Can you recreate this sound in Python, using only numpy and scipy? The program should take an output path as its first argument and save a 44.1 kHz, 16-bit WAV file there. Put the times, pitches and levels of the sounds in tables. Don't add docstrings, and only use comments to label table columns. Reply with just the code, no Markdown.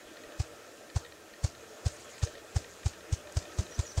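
import sys
import numpy as np
from scipy import signal
from scipy.fft import rfft, irfft, next_fast_len
from scipy.io import wavfile
from scipy.ndimage import uniform_filter1d, map_coordinates

SR = 44100
rng = np.random.default_rng(int(sys.argv[2]) if len(sys.argv) > 2 else 0)


def wav_out(sig):
    wavfile.write(sys.argv[1], SR, np.round(np.clip(np.atleast_2d(sig).T, -1, 1) * 32767).astype(np.int16))


def linear_from_db(decibels):
    return 10 ** (np.asarray(decibels, float) / 20)


N = 176400

# [start_s, chorus_db, leaf_hiss_db]
FOREST_LEVELS = [(0.0, -53, -62.5), (0.27, -51, -60.5), (1.29, -54.5, -63), (1.79, -51.5, -60),
                 (2.08, -51.5, -58.5), (2.41, -51.5, -60.5), (2.82, -52.5, -60), (3.2, -51, -61),
                 (3.61, -50, -57.5), (4.0, -53, -57.5)]
# [center_hz, width_hz, level_db]
CHORUS_VOICES = [(319.4, 21, -66.5), (448, 94, -60.5), (590, 72, -62.5), (688, 170, -68.5),
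                 (1316, 250, -63), (1579, 61, -67), (1790, 160, -66), (2516, 110, -70.5), (2610, 77, -84.5)]
# [freq_hz, density_db_per_hz]
AIR_SPECTRUM = [(26, -65), (45, -28), (82, -15), (161, -17), (328, -4.5), (455, -8), (587, -4.5),
                (845, -13.5), (3500, -17.5), (4550, -60), (7700, -120)]
# [freq_hz, density_db_per_hz]
LEAF_SPECTRUM = [(1470, -5.5), (2500, -37), (3900, 3), (4350, -1), (6890, 3), (9290, -9), (12200, -17),
                 (15700, -49)]
# [center_s, level_db]
BREEZE_PUFFS = [
    (.06, -65),
    (.19, -70),
    (.27, -63),
    (1.15, -73),
    (1.33, -69),
]
# [freq_hz, t60_s]
TRUNK_DECAY = [(60, 1), (200, 0.11), (2000, 0.083), (9000, 0.13)]
# [center_s, length_s, pitch_hz, level_db]
SINGLE_CROAKS = [(0.07, 0.038, 461, -56), (.1, .08, 322, -55.5), (0.234, 0.072, 454, -57),
                 (0.307, 0.11, 598, -54), (.5, 0.1, 466, -55), (0.531, 0.036, 590, -51.5),
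                 (0.814, .04, 616, -56), (1.043, .05, 479, -53), (1.26, 0.084, 323, -62),
                 (1.63, 0.027, 452, -54), (1.713, 0.053, 445, -54.5), (1.754, 0.061, 610, -55),
                 (1.828, 0.033, 492, -55), (1.937, 0.036, 590, -51), (2.04, .04, 450.5, -55.5),
                 (2.222, 0.052, 600, -53), (2.269, 0.022, 470, -45.5), (2.28, 0.029, 590, -47),
                 (2.37, 0.041, 586, -51), (2.383, 0.034, 458, -55), (2.66, 0.041, 483, -55),
                 (3.1, 0.062, 325, -52), (3.27, 0.081, 603, -52.5), (3.433, 0.11, 590, -53),
                 (3.494, 0.13, 328.3, -56), (3.513, 0.059, 1284, -55), (3.586, 0.045, 338.5, -49),
                 (3.64, 0.058, 350.4, -53.5), (3.703, 0.031, 496, -53), (3.79, 0.044, 220, -49.5),
                 (3.838, 0.044, 577, -51.5)]
# [start_s, length_s, from_hz, to_hz, level_db]
SONG_NOTES = [(3.696, 0.021, 6750, 5850, -65), (3.71, 0.033, 5830, 5740, -57.5),
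              (3.748, 0.025, 6000, 6160, -56), (3.741, 0.014, 5950, 5170, -52),
              (3.832, 0.02, 7030, 6900, -57), (3.848, 0.042, 6850, 6800, -57.5),
              (3.857, .013, 6540, 5800, -51.5), (3.868, .022, 5800, 5550, -53),
              (3.888, 0.019, 6100, 5950, -51), (3.9, 0.014, 5970, 5270, -49.5),
              (3.91, .016, 5350, 3900, -57), (3.912, .026, 6040, 5950, -52), (3.96, .012, 6100, 6100, -57),
              (3.986, .018, 6950, 7000, -53)]
# [time_s, wing_rate_hz, rasp_db, hum_db]
FLY_PATH = [(1.7, 216, -74, -90), (1.9, 217, -70, -72), (2.05, 216, -55, -83), (2.08, 216, -61, -79),
            (2.121, 215, -58, -73), (2.3, 212, -58, -80), (2.5, 195, -74, -92), (2.68, 176, -57, -71),
            (2.72, 174, -54, -71), (2.8, 200, -58, -69), (2.902, 190, -83, -75.5), (3.52, 175, -68, -74),
            (3.62, 195, -70, -52.5), (3.7, 165, -75, -68), (3.76, 160, -80, -85)]
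# [center_hz, width_hz, level_db]
RASP_BANDS = [(4400, 2500, 9), (6800, 1400, 5), (8500, 2700, -14)]
# [multiple, level_db]
HUM_PARTIALS = [(1, 4), (2, -5.5), (3, -10)]
# [center_s, length_s, center_hz, level_db]
FLY_TURNS = [(1.93, .03, 7000, -57), (1.95, 0.045, 8250, -60), (1.967, .015, 6600, -55),
             (1.995, .035, 4400, -62), (1.998, .03, 7900, -60), (2.01, .02, 6900, -56),
             (2.025, .012, 5500, -56), (2.045, .035, 7100, -57.5), (2.057, 0.1, 1160, -59),
             (2.12, 0.036, 6800, -55), (2.15, 0.037, 4600, -60.5), (2.155, .03, 9700, -69),
             (2.19, 0.034, 7500, -58), (2.695, 0.018, 6700, -63), (2.71, .025, 6400, -57),
             (2.74, .03, 6800, -61), (2.765, .025, 7500, -64), (2.793, .03, 6900, -64)]
# [start_s, peak_db]
LEAF_TICKS = [
    (.702, -44),
    (.719, -37),
    (.74, -37),
    (.7726, -40),
    (2.1021, -36),
    (3.324, -21),
    (3.349, -29),
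    (3.535, -27.5),
    (3.5697, -27),
    (3.9975, -34),
]
# [start_s, peak_db, pitch_hz]
FROG_CLUCKS = [(0.17, -34.5, 1900), (0.2364, -36, 1910), (0.3209, -39, 1790), (0.9003, -35.5, 1790),
               (1.049, -33.5, 1910), (1.062, -36, 1840), (1.1223, -35.5, 1890), (1.3372, -37.5, 1860),
               (1.55, -38, 1810), (2.1806, -36, 1940), (2.217, -36, 1870), (2.2722, -32.5, 1760),
               (2.353, -34, 1920), (2.379, -36, 1890), (2.644, -35, 1900), (2.8318, -37, 1840),
               (2.9344, -36.5, 1850), (3.007, -38, 1930), (3.272, -36, 1800), (3.2967, -42, 1860),
               (3.4248, -35.5, 1850), (3.4535, -34, 1820), (3.5203, -37.5, 1890), (3.6657, -34.5, 1790),
               (3.7223, -38.5, 1870), (3.852, -38, 1860), (3.875, -39, 1780)]
# [pitch_multiple, level_db, t60_s]
THROAT_MODES = [(1.001, -6, 0.026), (1.33, -5, 0.0052), (1.7, -4.5, 0.0041), (2.08, 1.5, 0.0073)]
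# [trough_s, level_db, swing_hz]
WING_BEATS = [(.4061, -19.8, 89), (.9679, -18.6, 89.5), (1.4487, -17.2, 90), (1.8681, -17.3, 89.5),
              (2.2378, -17.4, 89.5), (2.5686, -17.2, 88), (2.866, -17.6, 87), (3.1332, -18, 86.5),
              (3.3751, -18.3, 85), (3.5964, -18.4, 84.5), (3.7982, -18.5, 83.5), (3.9841, -18.8, 83)]
# [swish_db, slap_db, slap_hz]
FEATHER_STROKES = [(-41, -39.5, 767), (-39.5, -39.5, 797), (-37, -38.5, 805), (-37, -48, 760),
                   (-38.5, -43, 827), (-37, -39.5, 753), (-36.5, -41.5, 760), (-38.5, -63, 900),
                   (-37.5, -45, 630), (-36.5, -43, 644), (-37.5, -43.5, 1030), (-37.5, -60, 733)]
SNAP_LEADS = [.0116, .0117, .0085, .0119, .0115, .012, .0081, .0084, .0065, .0102, .0074, .0085]
# [freq_hz, density_db_per_hz]
FEATHER_SPECTRUM = [(250, -4.5), (700, -4), (1500, -11), (3000, -12.5), (4000, -8), (6500, -3), (8500, -10),
                    (11000, -30), (15700, -37)]


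def unit(x):
    return x / np.sqrt(np.mean(x ** 2) + 1e-20)


def along(points, hz):
    point_hz, value = np.transpose(points)
    return np.interp(np.log(hz + 1), np.log(point_hz + 1), value)


def curve(times_s, values):
    return np.interp(np.arange(N) / SR, times_s, values)


def bell(t_s, width_s):
    return np.exp(-.5 * (t_s / width_s) ** 2)


def swell(center_s, length_s):
    first = max(round((center_s - 2 * length_s) * SR), 0)
    last = min(round((center_s + 2 * length_s) * SR), N)
    i = np.arange(first, last)
    return i, bell(i / SR - center_s, 0.31 * length_s)


def wobble(rate_hz):
    return map_coordinates(rng.standard_normal(400), [np.arange(N) * min(rate_hz, 90) / SR])


def filtered(x, response):
    m = next_fast_len(N + SR // 2)
    return irfft(rfft(x, m) * response(np.fft.rfftfreq(m, 1 / SR)), m)[..., :N]


def peak(center_hz, width_hz):
    return lambda f: 1j * f * width_hz / (center_hz ** 2 - f * f + 1j * f * width_hz)


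def double_peak(center_hz, width_hz):
    return lambda f: peak(center_hz, width_hz)(f) ** 2


def rush(spectrum, patchy_db):
    z = signal.stft(rng.standard_normal(N), nperseg=512)[2]
    field = uniform_filter1d(rng.standard_normal(z.shape), 8, 0)
    field = uniform_filter1d(field, 8, 1)
    patchy = signal.istft(z * linear_from_db(patchy_db * unit(field)), nperseg=512)[1][:N]
    return unit(filtered(patchy, lambda hz: linear_from_db(along(spectrum, hz))))


def forest():
    croaks_per_s, croak_db = 24, 1.6
    time_s, chorus_db, leaves_db = np.transpose(FOREST_LEVELS)
    chorus_db, leaves_db = curve(time_s, chorus_db), curve(time_s, leaves_db)
    shared = wobble(croaks_per_s)
    voices = 0
    for hz, width_hz, db in CHORUS_VOICES:
        croak_level = unit(linear_from_db(croak_db * (0.38 * shared + 0.77 * wobble(croaks_per_s / 2))))
        croak = croak_level * rng.standard_normal(N)
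        voices = voices + linear_from_db(db) * unit(filtered(croak, double_peak(hz, width_hz)))
    air = linear_from_db(-54) * rush(AIR_SPECTRUM, patchy_db=2.0)
    far = linear_from_db(chorus_db - chorus_db.mean()) * (voices + air)
    leaves = linear_from_db(leaves_db + 1 + 0.31 * wobble(28.9)) * rush(LEAF_SPECTRUM, patchy_db=-1.5)
    mic_hiss = linear_from_db(-60.5) * filtered(rng.standard_normal(N), peak(4900, 8800))
    return far + leaves + mic_hiss


def breeze():
    t = np.arange(N) / SR
    level = sum(linear_from_db(db) * bell(t - s, 0.012) for s, db in BREEZE_PUFFS)
    return level * unit(filtered(rng.standard_normal(N), double_peak(45, 60)))


def trunks(x):
    gap_s = 0.022
    hz, t, z = signal.stft(rng.standard_normal(SR // 2), SR, nperseg=256)
    decay = linear_from_db(-60 * t / along(TRUNK_DECAY, hz)[:, None])
    tail = signal.istft(z * decay, SR, nperseg=256)[1]
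    delayed = np.pad(x, (round(gap_s * SR), 0))
    return signal.fftconvolve(delayed, tail / np.linalg.norm(tail))[:N]


def croaks():
    waver_hz, rough_db = 25.5, 1.5
    level, bend = unit(filtered(rng.standard_normal((2, N)), peak(0.87, 123)))
    out, drift = np.zeros(N), np.cumsum(waver_hz * bend) / SR
    for s, length_s, hz, db in SINGLE_CROAKS:
        i, bump = swell(s, length_s)
        out[i] += linear_from_db(db + 3.0) * bump * np.sin(2 * np.pi * (hz * i / SR + drift[i]))
    return linear_from_db(rough_db * level) * out


def songbird():
    flutter_hz, bend_hz, flutter_db = 130, 50, 3.2
    out = np.zeros(N + SR)
    shake = unit(filtered(rng.standard_normal((2, N)), peak(1, flutter_hz)))
    for s, length_s, from_hz, to_hz, db in SONG_NOTES:
        u = np.arange(round(length_s * SR)) / (length_s * SR)
        start = round(s * SR)
        level, bend = shake[:, min(start, N - len(u)):][:, :len(u)]
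        hz = from_hz + (to_hz - from_hz) * u + bend_hz * bend
        envelope = np.sin(np.pi * u ** 0.4) ** 0.46
        whistle = np.sin(2 * np.pi * np.cumsum(hz) / SR)
        out[start:][:len(u)] += linear_from_db(db + 5.5 + flutter_db * level) * envelope * whistle
    return out[:N]


def fly():
    turn_width = 0.22
    time_s, *columns = np.transpose(FLY_PATH)
    rate_hz, rasp_db, hum_db = (curve(time_s, c) for c in columns)
    cycles = np.cumsum(rate_hz) / SR
    clicks = np.diff(np.floor(cycles), prepend=0) * linear_from_db(2.0 * rng.standard_normal(N))
    rasp, hum, facing = np.zeros((3, N))
    for hz, width_hz, db in RASP_BANDS:
        rasp += linear_from_db(db + 3.0 * wobble(35.4)) * unit(filtered(clicks, double_peak(hz, width_hz)))
    for k, db in HUM_PARTIALS:
        hum += linear_from_db(db + 6.0 * wobble(25.1)) * np.sin(2 * np.pi * k * cycles)
    for s, length_s, hz, db in FLY_TURNS:
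        i, bump = swell(s, length_s)
        band = signal.iirpeak(hz, 1 / turn_width, SR)
        ring = signal.lfilter(*band, signal.lfilter(*band, clicks[i]))
        facing[i] += linear_from_db(db) * bump * unit(ring)
    return linear_from_db(rasp_db - 7.5) * unit(rasp) + facing + linear_from_db(hum_db) * hum


def leaf_ticks():
    out, t = np.zeros(N + SR), np.arange(SR // 20) / SR
    for s, db in LEAF_TICKS:
        out[round(s * SR):][:len(t)] += linear_from_db(db - 3.0 - 60 * t / 0.0029) * rng.standard_normal(len(t))
    return filtered(out[:N], lambda f: peak(7500, 4500)(f) ** 4)


def clucks():
    pulse_gap_s, dulling_db, gain_db = 0.001625, 3.5, -6.5
    out, t = np.zeros(N + SR), np.arange(SR // 20) / SR
    for s, db, hz in FROG_CLUCKS:
        for k in range(3):
            ring = 0
            for multiple, mode_db, t60_s in THROAT_MODES:
                luck = rng.standard_normal()
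                level_db = mode_db + 1.9 * luck - dulling_db * k * (multiple - 1)
                mode_hz = hz * multiple * (1 + 0.053 * (multiple - .7) * luck)
                ring = ring + linear_from_db(level_db - 60 * t / t60_s) * np.sin(2 * np.pi * mode_hz * t)
            out[round((s + k * pulse_gap_s) * SR):][:len(t)] += linear_from_db(db + gain_db) * ring
    return filtered(out[:N], double_peak(2700, 3000))


def wing_thumps():
    swing_cycles, skew, sag_per_s, crest_lead_s = .45, .19, 8, .001
    draw_lead_s, draw_width_s, draw_db = .0142, .0017, -22
    t, out = np.arange(N) / SR, np.zeros(N)
    for s, db, hz in WING_BEATS:
        u = t - s
        crest = u + crest_lead_s
        width_s = swing_cycles / hz * (1 + skew * np.tanh(crest * hz / swing_cycles))
        swing = bell(crest, width_s) * np.cos(2 * np.pi * hz * (u - sag_per_s * u * u))
        draw = linear_from_db(draw_db) * bell(u + draw_lead_s, draw_width_s)
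        out -= linear_from_db(db) * (swing + draw)
    return out


def wing_feathers():
    swish_lead_s, rise_s, prelude_db = .004, 0.01, -4.5
    swish_t60_s, tail_db, tail_t60_s = 0.036, -1.5, 0.25
    snap_db, snap_t60_s = -11, 0.011
    rebound_s, rebound_width_s, rebound_db = 0.014, 0.002, -11.5
    slap_lead_s, slap_width_s = .002, .0028
    split_hz, body_width_s, body_db, body_tail_db = 3520, 0.0062, -5, -2.5
    t = np.arange(N) / SR
    swish, body, slap = np.zeros((3, N))
    for (s, _, _), (swish_db, slap_db, slap_hz), snap_lead_s in zip(WING_BEATS, FEATHER_STROKES, SNAP_LEADS):
        u = t - s
        v, opened, struck = u + swish_lead_s, u + snap_lead_s, u + slap_lead_s
        after = np.maximum(v, 0)
        fall = linear_from_db(-60 * after / swish_t60_s) + linear_from_db(tail_db - 60 * after / tail_t60_s)
        fall = fall / (1 + linear_from_db(tail_db))
        rise = np.exp(np.minimum(v, 0) / rise_s) * np.where(opened < 0, linear_from_db(prelude_db), 1)
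        snap = (opened > 0) * linear_from_db(snap_db - 60 * np.abs(opened) / snap_t60_s)
        rebound = linear_from_db(rebound_db) * bell(u - rebound_s, rebound_width_s)
        swish += linear_from_db(swish_db) * (rise * fall + snap + rebound)
        gust = linear_from_db(body_db) * bell(struck, body_width_s)
        body += linear_from_db(swish_db) * (gust + linear_from_db(body_tail_db) * rise * fall)
        tone = np.cos(2 * np.pi * slap_hz * u + rng.uniform(0, 2 * np.pi))
        slap += linear_from_db(slap_db + 2.0) * bell(struck, slap_width_s) * tone
    flutter_db = 2.54 * unit(filtered(rng.standard_normal(N), peak(1, 230)))
    air = linear_from_db(flutter_db) * rush(FEATHER_SPECTRUM, patchy_db=1.5)
    low = filtered(air, lambda f: 1 / (1 + (f / split_hz) ** 8))
    return swish * (air - low) + body * low + slap


def scene():
    thump, feathers = wing_thumps(), wing_feathers()
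    far = clucks() + leaf_ticks() + songbird()
    thump_echo = linear_from_db(-29) * filtered(thump, peak(119, 90))
    echo = trunks(thump_echo + linear_from_db(-18.0) * feathers + linear_from_db(-14.5) * far)
    background = forest() + breeze() + croaks() + fly()
    return (thump + feathers + far + echo + background)[None]


def band_limit(x):
    return signal.sosfilt(signal.butter(12, 15810, fs=SR, output="sos"), x)


def record(dry):
    top_hz = 15780
    mix = filtered(dry, lambda hz: hz < top_hz)
    return band_limit(mix)


dry = scene()
out = record(dry)
wav_out(out)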